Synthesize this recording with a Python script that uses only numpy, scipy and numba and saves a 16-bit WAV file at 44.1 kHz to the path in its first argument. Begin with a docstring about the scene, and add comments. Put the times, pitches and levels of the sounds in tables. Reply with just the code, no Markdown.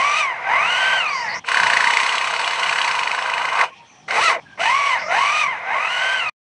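"""A mimic bird behind wire mesh imitates a power drill, close to a small camera microphone.
One side of its voice box (the syrinx) whines up and down in pitch. The other side flutters
chaotically, making a whirr that rings the windpipe, chest and beak. In the long middle stretch
the throat clacks about thirty times a second. Far birds call over the rumble of a park."""
import sys
import numpy as np
from scipy import signal
from scipy.io import wavfile
from scipy.ndimage import uniform_filter1d
from numba import njit

SR = 44100
rng = np.random.default_rng(int(sys.argv[2]) if len(sys.argv) > 2 else 0)


def master_out(mix):
    """Clip the mix to full scale and print it as 16-bit PCM to the path in sys.argv[1]."""
    frames = np.transpose(np.atleast_2d(mix))
    ceiling = np.clip(frames, -1, 1)
    pcm = np.round(ceiling * 32767).astype(np.int16)
    wavfile.write(sys.argv[1], SR, pcm)


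N = 289737

# Named song shapes, each like a drill being revved. Levels in all tables are relative.
# (time into the shape [s], pitch [Hz], whine [dB], whirr [dB], treble [dB])
REV_SHAPES = { "short": [(0, 600.4, -36.5, -35, -83), (.06, 726.6, -27, -17, -41),
              (.115, 911.4, -21, -19.5, -38.5), (.155, 1068, -20.5, -21.5, -39),
              (.19, 1141, -22.5, -21.5, -39), (.29, 1198, -23.5, -24, -39), (.34, 1270, -24.5, -24.5, -36),
              (.455, 996, -27, -27, -57), (.535, 710.1, -46.5, -28.5, -65.5)],
              "long": [(0, 715, -42, -26.5, -68), (.07, 810, -25, -20.5, -53.5),
              (.12, 1040, -22, -17, -48.5), (.29, 1450, -28.5, -21, -41), (.4, 1530, -24.5, -18, -38),
              (.53, 1555, -24, -20.5, -40.5), (.565, 1470, -27.5, -22, -42), (.6, 1335, -28, -22.5, -46),
              (.7, 1140, -28, -30.5, -50.5), (.875, 805, -34, -28.5, -57)],
              "stub": [(0, 1009, -32.5, -26.5, -58), (.03, 1010, -46, -32.5, -87)],
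              "blip": [(0, 699.9, -58, -36.5, -52.5), (.024, 738.6, -55.5, -22.5, -48),
              (.085, 823.4, -26.5, -16, -34.5), (.115, 890.4, -21, -16.5, -36),
              (.16, 1328, -21.5, -25, -29), (.19, 1330, -17, -31.5, -34), (.22, 1150, -19.5, -15, -31),
              (.27, 692.9, -33, -21.5, -46), (.305, 572.2, -36.5, -38, -74), (.32, 522.8, -57, -35, -80)],
              "arch": [(0, 545, -53, -37, -68.5), (.028, 662.4, -31.5, -24, -39.5),
              (.09, 910, -21, -23, -36), (.175, 1089, -20.5, -27, -40), (.23, 1145, -22.5, -24.5, -41.5),
              (.325, 1098, -23, -25, -39.5), (.37, 995, -21.5, -20.5, -42), (.45, 661.6, -45.5, -25, -64)],
              }
# The shapes as sung: (name, start [s], gain [dB], unevenness [0-1], chest [dB], overtone boost [dB])
REVS_SUNG = [("short", -.147, 0, 0.077, -45, .1), ("long", .424, 0, 0.16, -45, .1),
             ("stub", 1.364, 0, 0.19, -42, .1), ("blip", 4.08, 0, 0.54, -36, -12.5),
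             ("arch", 4.575, 0, .08, -47.5, .1), ("short", 5.06, 0, 0.074, -47.5, .1),
             ("long", 5.631, -2.5, 0.099, -46.5, .1)]
# When the bird whines: (start [s], end [s])
WHINE_SPANS = [(0, 1.395), (4.08, 4.4), (4.575, 6.3)]
# The tone at twice the pitch: (pitch [Hz], level against the lowest tone [dB])
OCTAVE_LEVELS = [(600, 0), (900, -5), (1080, -5), (1270, -0.5), (1450, 1), (1550, -6)]
# Overtones that give the whine its edge: (multiple of the pitch, level [dB])
EDGE_OVERTONES = [(3, -17.5), (4, -28.5), (5, -25), (6, -33), (7, -38)]
# Where the windpipe rings: (frequency [Hz], width [Hz], level [dB])
PIPE_RINGS = [(799, 680, 5.5), (980.6, 346, -2.5), (1565, 350, 2), (2071, 427, 0), (2380, 570, 11.5),
              (3008, 315, 9)]
# Where the beak rings: (frequency [Hz], width [Hz], level [dB])
BEAK_RINGS = [(3395, 190, 5), (3948, 570, 2), (4467, 400, 4), (5147, 310, -1), (5535, 380, -2.5),
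              (6234, 1200, -5), (7886, 970, -3), (8886, 740, -13), (9640, 500, -6.5)]
# Balance of the windpipe's rings, one row for whining and one for clacking:
# (second ring [dB], third ring [dB], fourth ring [dB], top rings [dB], their rise with treble [dB/dB])
PIPE_BALANCE = [(-14, -13.5, -4.5, 10.8, 1.1), (-8.5, -14.5, -12, 8.94, 0.62)]
# The whirr under the clacks:
# (time [s], whirr [dB], treble [dB], pulsing of the low rings [factor], lowest, nasal ring [dB])
RATTLE_WHIRR = [(1.44, -35, -70, .5, -31), (1.47, -35.5, -45, .5, -11), (1.485, -21, -41.5, .5, -16),
                (1.55, -17, -38, .5, -16), (1.73, -16, -38, .5, -14), (2.0, -16.5, -37, .5, -20.5),
                (2.35, -21, -41, .5, -11.5), (2.84, -17.5, -38.5, .6, -20.5), (3.2, -23.5, -44, 3, -13.5),
                (3.5, -21, -45.5, 3.3, -14.5), (3.61, -12, -41, .6, -15.5), (3.64, -15, -44, .5, -6),
                (3.66, -28, -49.5, .5, -7), (3.71, -48, -71, .5, -2)]
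# Snaps of the throat: (time [s], level [dB], frequency [Hz])
THROAT_CLACKS = [(1.4455, -25, 1440), (1.4864, -10, 1530), (1.517, -8, 1563), (1.5439, -4, 1530),
                 (1.5717, -3, 1647), (1.5996, -3.5, 1577), (1.6328, -2.5, 1630), (1.667, -5, 1870),
                 (1.7001, -4, 1633), (1.734, -3.5, 1685), (1.7695, -2.5, 1913), (1.8063, -3, 1687),
                 (1.8422, -4.5, 1640), (1.8726, -6.5, 1930), (1.9054, -8, 1950), (1.9357, -6, 2045),
                 (1.9704, -3, 2130), (2.0014, -10, 2015), (2.0318, -12, 1930), (2.0627, -10, 1964),
                 (2.0925, -12, 2840), (2.1241, -16, 2060), (2.153, -9.5, 2060), (2.1814, -11, 2774),
                 (2.2123, -10, 1980), (2.2427, -11.5, 2310), (2.2735, -13.5, 1310), (2.3077, -14, 1457),
                 (2.3391, -12, 1476), (2.3624, -15, 2150), (2.3932, -14, 1575), (2.4154, -17, 1970),
                 (2.444, -13, 2900), (2.476, -12, 1430), (2.5087, -16, 1630), (2.5336, -22, 1840),
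                 (2.5571, -35, 2970), (2.595, -17, 1390), (2.6319, -12.5, 2820), (2.6628, -16, 2120),
                 (2.6943, -10.5, 2410), (2.727, -9.5, 1520), (2.7592, -13, 1500), (2.7867, -10, 1520),
                 (2.815, -9.5, 2870), (2.8444, -13, 2480), (2.8779, -13, 2096), (2.912, -15, 1430),
                 (2.952, -18, 1410), (2.991, -11, 2320), (3.0325, -11.5, 2190), (3.0744, -10, 1954),
                 (3.1143, -8, 2170), (3.1478, -15, 1575), (3.189, -12, 1530), (3.2231, -17.5, 2875),
                 (3.2598, -13, 1530), (3.2989, -17.5, 1990), (3.3365, -11, 2496), (3.379, -11, 1910),
                 (3.417, -20, 1370), (3.4535, -17, 2090), (3.4884, -19, 1910), (3.5289, -23, 1990),
                 (3.5578, -28, 1910), (3.5913, -21, 1550), (3.6118, -3.5, 1918), (3.6384, -27, 1520),
                 (4.0853, -20.5, 1360), (4.1078, -11, 1470)]
# Far birds: (start [s], end [s], first pitch [Hz], last pitch [Hz], width [Hz], level [dB])
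FAR_CALLS = [(1.073, 1.107, 4120, 4900, 210, -35), (1.096, 1.248, 4630, 4800, 540, -36),
             (1.11, 1.308, 5960, 5260, 1600, -40), (1.279, 1.357, 4460, 4700, 680, -35),
             (1.33, 1.404, 5300, 5850, 950, -37), (1.257, 1.389, 1940, 1980, 220, -29),
             (3.687, 3.748, 1106, 1060, 15, -46), (3.694, 3.837, 2430, 2550, 470, -49.5),
             (3.762, 3.883, 947, 923, 17, -51), (3.848, 4.043, 6170, 5860, 590, -57),
             (3.945, 4.09, 710, 786, 38, -56), (4.435, 4.578, 1670, 1566, 76, -48),
             (4.967, 5.127, 4700, 5710, 1210, -40), (6.286, 6.292, 4140, 4600, 200, -33)]
# The park's steady wash of noise: (frequency [Hz], level [dB])
PARK_SPECTRUM = [(18, -69), (30, -39), (144, 1), (179, -14), (467, -19), (927, -8), (1480, -24),
                 (1630, -23), (1890, -15.5), (3240, -19), (4670, -27.5), (5830, -24.5), (10500, -76),
                 (13600, -77), (22000, -120)]
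# The park's low rumble: (time [s], level [dB])
RUMBLE_LEVELS = [(0.0, -55), (0.49, -58), (0.68, -49), (1.12, -52), (1.39, -51), (1.42, -57), (1.58, -67),
                 (1.6, -48), (2.14, -57), (3.14, -53.5), (3.95, -62), (4.14, -50), (4.35, -57.5),
                 (6.3, -54)]

THROB_HZ, THROB_DEPTH = 44.2, .36  # the whine's beat at a pitch of 1000 Hz
FAST_GLIDE_HZ_PER_S = 2400
END_S = 6.297


def whine(voice, beat, sway):
    """One side of the voice box vibrates regularly: a tone and its overtones, trembling and throbbing."""
    hz, whine_db = voice["hz"], voice["whine_db"]
    wobble = 1 + .016 * walk(150) + .008 * walk(25) + .013 * sway
    phase = 2 * np.pi * np.cumsum(hz * wobble) / SR
    # overtones light up as they glide through a metallic ring of the beak
    edge = sum(undb(db) * np.sin(k * (phase + .24)) for k, db in EDGE_OVERTONES)
    edge = edge + undb(7) * band(edge, hz=5825, width=500)
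    edge *= undb(voice["treble_db"] - voice["whirr_db"] + 17.5)  # a wide beak lets more out
    # the tone at three times the pitch is strong until it passes the top of the windpipe's range
    third = undb(-10.5) / (1 + (3 * hz / 3230) ** 30) * np.sin(3 * phase + 3.4)
    octave_db = whine_db + np.interp(hz, *np.transpose(OCTAVE_LEVELS))
    upper = undb(octave_db + 4 * voice["sinking"] + voice["boost_db"]) * (np.cos(2 * phase) + third + edge)
    # strong and weak cycles in turn add tones at 0.5 and 1.5 times the pitch
    between = voice["uneven"] * (.21 * np.sin(phase / 2) + np.sin(3 * phase / 2))
    tone = undb(whine_db) * (np.sin(phase) + between) + upper
    pulsing = 1 + np.clip(THROB_DEPTH * (1000 / hz) ** 1.1, 0, .6) * beat  # deepest on low, slack notes
    # quick flutter of the membrane adds a rasp, more so while the pitch climbs
    rasp = undb(.82 * walk(70)) + (.2 + .12 * voice["rising"]) * walk(200)
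    return np.sqrt(2) * undb(1.5) * voice["whining"] * pulsing * rasp * tone


def throb(voice):
    """The whine's uneven beat, slower on high notes: one wave for loudness and one for pitch."""
    rate_hz = THROB_HZ - .00966 * (voice["hz"] - 1000)
    phase = 2 * np.pi * np.cumsum(rate_hz * (1 + .059 * walk(11.9))) / SR
    return voice["whining"] * np.cos(phase), voice["whining"] * np.sin(phase)


def song():
    """The bird's pitch and levels over time: the revs, with the rattle between them."""
    hz, whine_db, whirr_db, treble_db, uneven, chest_db, boost_db = curves(
        [(start + s, pitch, *(db + gain for db in levels), *manner)
         for name, start, gain, *manner in REVS_SUNG for s, pitch, *levels in REV_SHAPES[name]])
    rattle_db, rattle_treble_db, pulse, nasal_db = curves(RATTLE_WHIRR)
    whining, clacking = gate(WHINE_SPANS), gate([(RATTLE_WHIRR[0][0], RATTLE_WHIRR[-1][0])])
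    glide = whining * uniform_filter1d(np.gradient(hz), size=1500) * SR / FAST_GLIDE_HZ_PER_S
    pick = lambda in_whine, in_rattle: np.where(clacking > 0, in_rattle, in_whine)
    return dict(hz=hz, sinking=np.clip(-glide, 0, 1), rising=np.clip(glide, 0, 1.5),
                whining=whining, whine_db=whine_db, uneven=uneven, boost_db=boost_db,
                clacking=clacking, pulse=pulse,
                whirr_db=pick(whirr_db, rattle_db), treble_db=pick(treble_db, rattle_treble_db),
                nasal_db=pick(-8, nasal_db), chest_db=pick(chest_db, -41.5),
                balance=[pick(*pair) for pair in zip(*PIPE_BALANCE)])


def whirr(voice, beat):
    """The other side's membrane slaps at random; with breath noise it rings windpipe, chest and beak."""
    db, treble_db = voice["whirr_db"], voice["treble_db"]
    second_db, third_db, fourth_db, top_db, top_rise = voice["balance"]
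    slaps = (rng.random(N) < 2500 / SR) * undb(2.6 * rng.standard_normal(N))
    flutter = unit(slaps - slaps.mean()) + .96 * rng.standard_normal(N)
    flutter *= undb(.54 * walk(38)) * (1 + .013 * beat)
    # a small throat gives off no bass
    throat = signal.sosfilt(signal.butter(6, 600, "high", fs=SR, output="sos"), flutter)
    low = (undb(voice["nasal_db"]) * ring(throat, PIPE_RINGS[:1])
           + undb(second_db) * ring(throat, PIPE_RINGS[1:2])
           - undb(third_db) * ring(throat, PIPE_RINGS[2:3]))
    low *= undb(db) * (1 + voice["pulse"] * clack_pressure(rise_s=.0086, fall_s=.0013))
    # each jump in pressure shakes the upper rings and the chest
    push = clack_pressure(rise_s=.0016, fall_s=.0041)
    top_db = top_db - 40 + top_rise * (treble_db + 40.5) + .4 * voice["whining"] * voice["boost_db"]
    high = undb(db + fourth_db) * ring(flutter, PIPE_RINGS[3:4])
    high += undb(top_db) * ring(flutter, PIPE_RINGS[4:])
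    high *= 1 + 2.77 * push
    chest = undb(voice["chest_db"] + .38 * (db + 19)) * unit(band(band(flutter, 480, 470), 503, 480))
    chest += undb(db - 22.5) * push * unit(band(flutter, 270, 160))
    beak = undb(treble_db + 4) * ring(flutter, BEAK_RINGS)
    beak *= 1 + 2.1 * clack_pressure(rise_s=.00056, fall_s=.0083)
    # the beak held for whining adds one narrow metallic ring
    beak += voice["whining"] * undb(treble_db - 7.5) * unit(band(flutter, 5750, 170))
    return -(voice["whining"] + voice["clacking"]) * (low + high + chest + beak)


def clacks():
    """The throat snaps shut: its hollow rings briefly, falling in pitch, and a tick rings the beak."""
    snaps, ticks, t = np.zeros(N), np.zeros(N), np.arange(-200, 400) / SR
    for s, db, hz in THROAT_CLACKS:
        turn, chance = rng.random(2)
        falling_hz = hz * np.exp(-(t - .0024) / .01298)
        phase = 2 * np.pi * (np.cumsum(falling_hz) / SR + turn)
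        shape = np.exp(-((t - .0015) / np.where(t < .0015, .0008, .0019)) ** 2)
        tick_db = min(db + 18, 0) + 5.5 * (2 * chance - 1)
        i = int(s * SR) - 200
        snaps[i:i + len(t)] += undb(db) * shape * np.sin(phase)
        ticks[i:i + len(t)] += undb(tick_db) * shape * rng.standard_normal(len(t))
    return snaps + undb(-46.5) * ring(ticks, BEAK_RINGS[1:5])


def clack_pressure(rise_s, fall_s):
    """Air pressure builds up to each clack and sags after it; louder clacks push a little harder."""
    t, pressure = np.arange(N) / SR, np.zeros(N)
    for s, db, _ in THROAT_CLACKS:
        near = slice(int((s - .03) * SR), int((s + .04) * SR))
        age = t[near] - s
        pressure[near] += undb(.29 * db) * np.exp(np.where(age < 0, age / rise_s, -age / fall_s))
    return pressure


def reflections(bird, fade_s=.059):
    """Ground and wire mesh throw back a short splash of the bird's sound."""
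    t = np.arange(4000) / SR
    splash = rng.standard_normal(len(t)) * np.exp(-np.log(1000) * t / fade_s) * (t > .002)
    return undb(-10) * signal.fftconvolve(bird, splash / np.linalg.norm(splash))[:N]


def far_birds():
    """Hoarse, breathy calls from further off: each is a gliding band of noise."""
    calls = np.zeros(N)
    for start, end, first_hz, last_hz, width, db in FAR_CALLS:
        i, n = int(start * SR), int((end - start) * SR)
        note = band(rng.standard_normal(N // 20)[:n], np.linspace(first_hz, last_hz, n), width)
        calls[i:i + n] += undb(db) * unit(note) * signal.windows.tukey(n, .45)
    return calls


def park():
    """Bands of far noise that each flicker on their own, with gusts of rumble below."""
    hz, db = np.transpose(PARK_SPECTRUM)
    air = np.zeros(N)
    for centre in 200 * 2 ** np.arange(0, 5.7, .4):
        band_db = np.interp(np.log(centre), np.log(hz), db) + 2.8 * walk(11)
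        air += undb(band_db) * band(rng.standard_normal(N), centre, centre / 4)
    gust_db = curves(RUMBLE_LEVELS)[0] + 2.3 * walk(2.8)
    rumble = unit(band(band(rng.standard_normal(N), 150, 240), 140, 340)) + .04 * walk(30)
    return undb(-50.5) * unit(air) + undb(gust_db + .37 * walk(7)) * rumble


def undb(db):
    """Turn decibels into a factor to multiply by."""
    return 10 ** (np.asarray(db) / 20)


def unit(x):
    """Scale a signal to an average strength (rms) of 1."""
    return x / np.sqrt(np.mean(x ** 2))


@njit
def band_pass(x, hz, width):
    """A filter that lets through the sound near a frequency, which may move."""
    y, band_state, low_state = np.empty(len(x)), 0., 0.
    for i in range(len(x)):
        tuning, damping = np.tan(np.pi * hz[i] / SR), width / hz[i]
        swing = (band_state + tuning * (x[i] - low_state)) / (1 + tuning * (tuning + damping))
        band_state = 2 * swing - band_state
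        low_state += 2 * tuning * swing
        y[i] = damping * swing
    return y


def band(x, hz, width):
    """A sharper ring (resonance): the same filter twice."""
    hz = np.ones(len(x)) * hz
    return band_pass(band_pass(x, hz, float(width)), hz, float(width))


def ring(x, rings):
    """Send a sound through several rings, adding and subtracting them in turn."""
    return unit(sum((-1) ** k * undb(db) * band(x, hz, width) for k, (hz, width, db) in enumerate(rings)))


def walk(rate_hz):
    """A smooth random wander with a typical size of 1."""
    return unit(signal.sosfilt(signal.butter(2, rate_hz, fs=SR, output="sos"), rng.standard_normal(N)))


def curves(rows):
    """Join a table's timed points with straight lines, one curve for each column."""
    times, *columns = np.array(sorted(rows)).T
    return [np.interp(np.arange(N) / SR, times, column) for column in columns]


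def gate(spans):
    """1 during each span and 0 outside, with soft edges."""
    t = np.arange(N) / SR
    return uniform_filter1d(1. * sum((t >= start) * (t < end) for start, end in spans), size=150)


def scene():
    """The bird and its reflections over far birds and the park; all stops at once near the end."""
    voice = song()
    beat, sway = throb(voice)
    bird = whine(voice, beat, sway) + whirr(voice, beat) + clacks()
    past_s = np.clip(np.arange(N) / SR - END_S, 0, None)
    stop = np.where(past_s > 0, undb(-20 - 800 * past_s), 1.)
    return ((bird + reflections(bird) + far_birds() + park()) * stop)[None]


def record(dry):
    """The input hisses faintly and rounds loud clacks; the microphone loses deep bass and top treble."""
    hiss = undb(-74.5) * unit(band(rng.standard_normal(N), 8500, 4000)) * (np.arange(N) < END_S * SR)
    rounded = .85 * np.tanh((dry + hiss) / .85)
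    soft = signal.sosfilt(signal.butter(3, [45, 9900], "band", fs=SR, output="sos"), rounded)
    return signal.sosfilt(signal.ellip(10, .2, 80, 10500, fs=SR, output="sos"), soft)


dry = scene()
out = record(dry)
master_out(out)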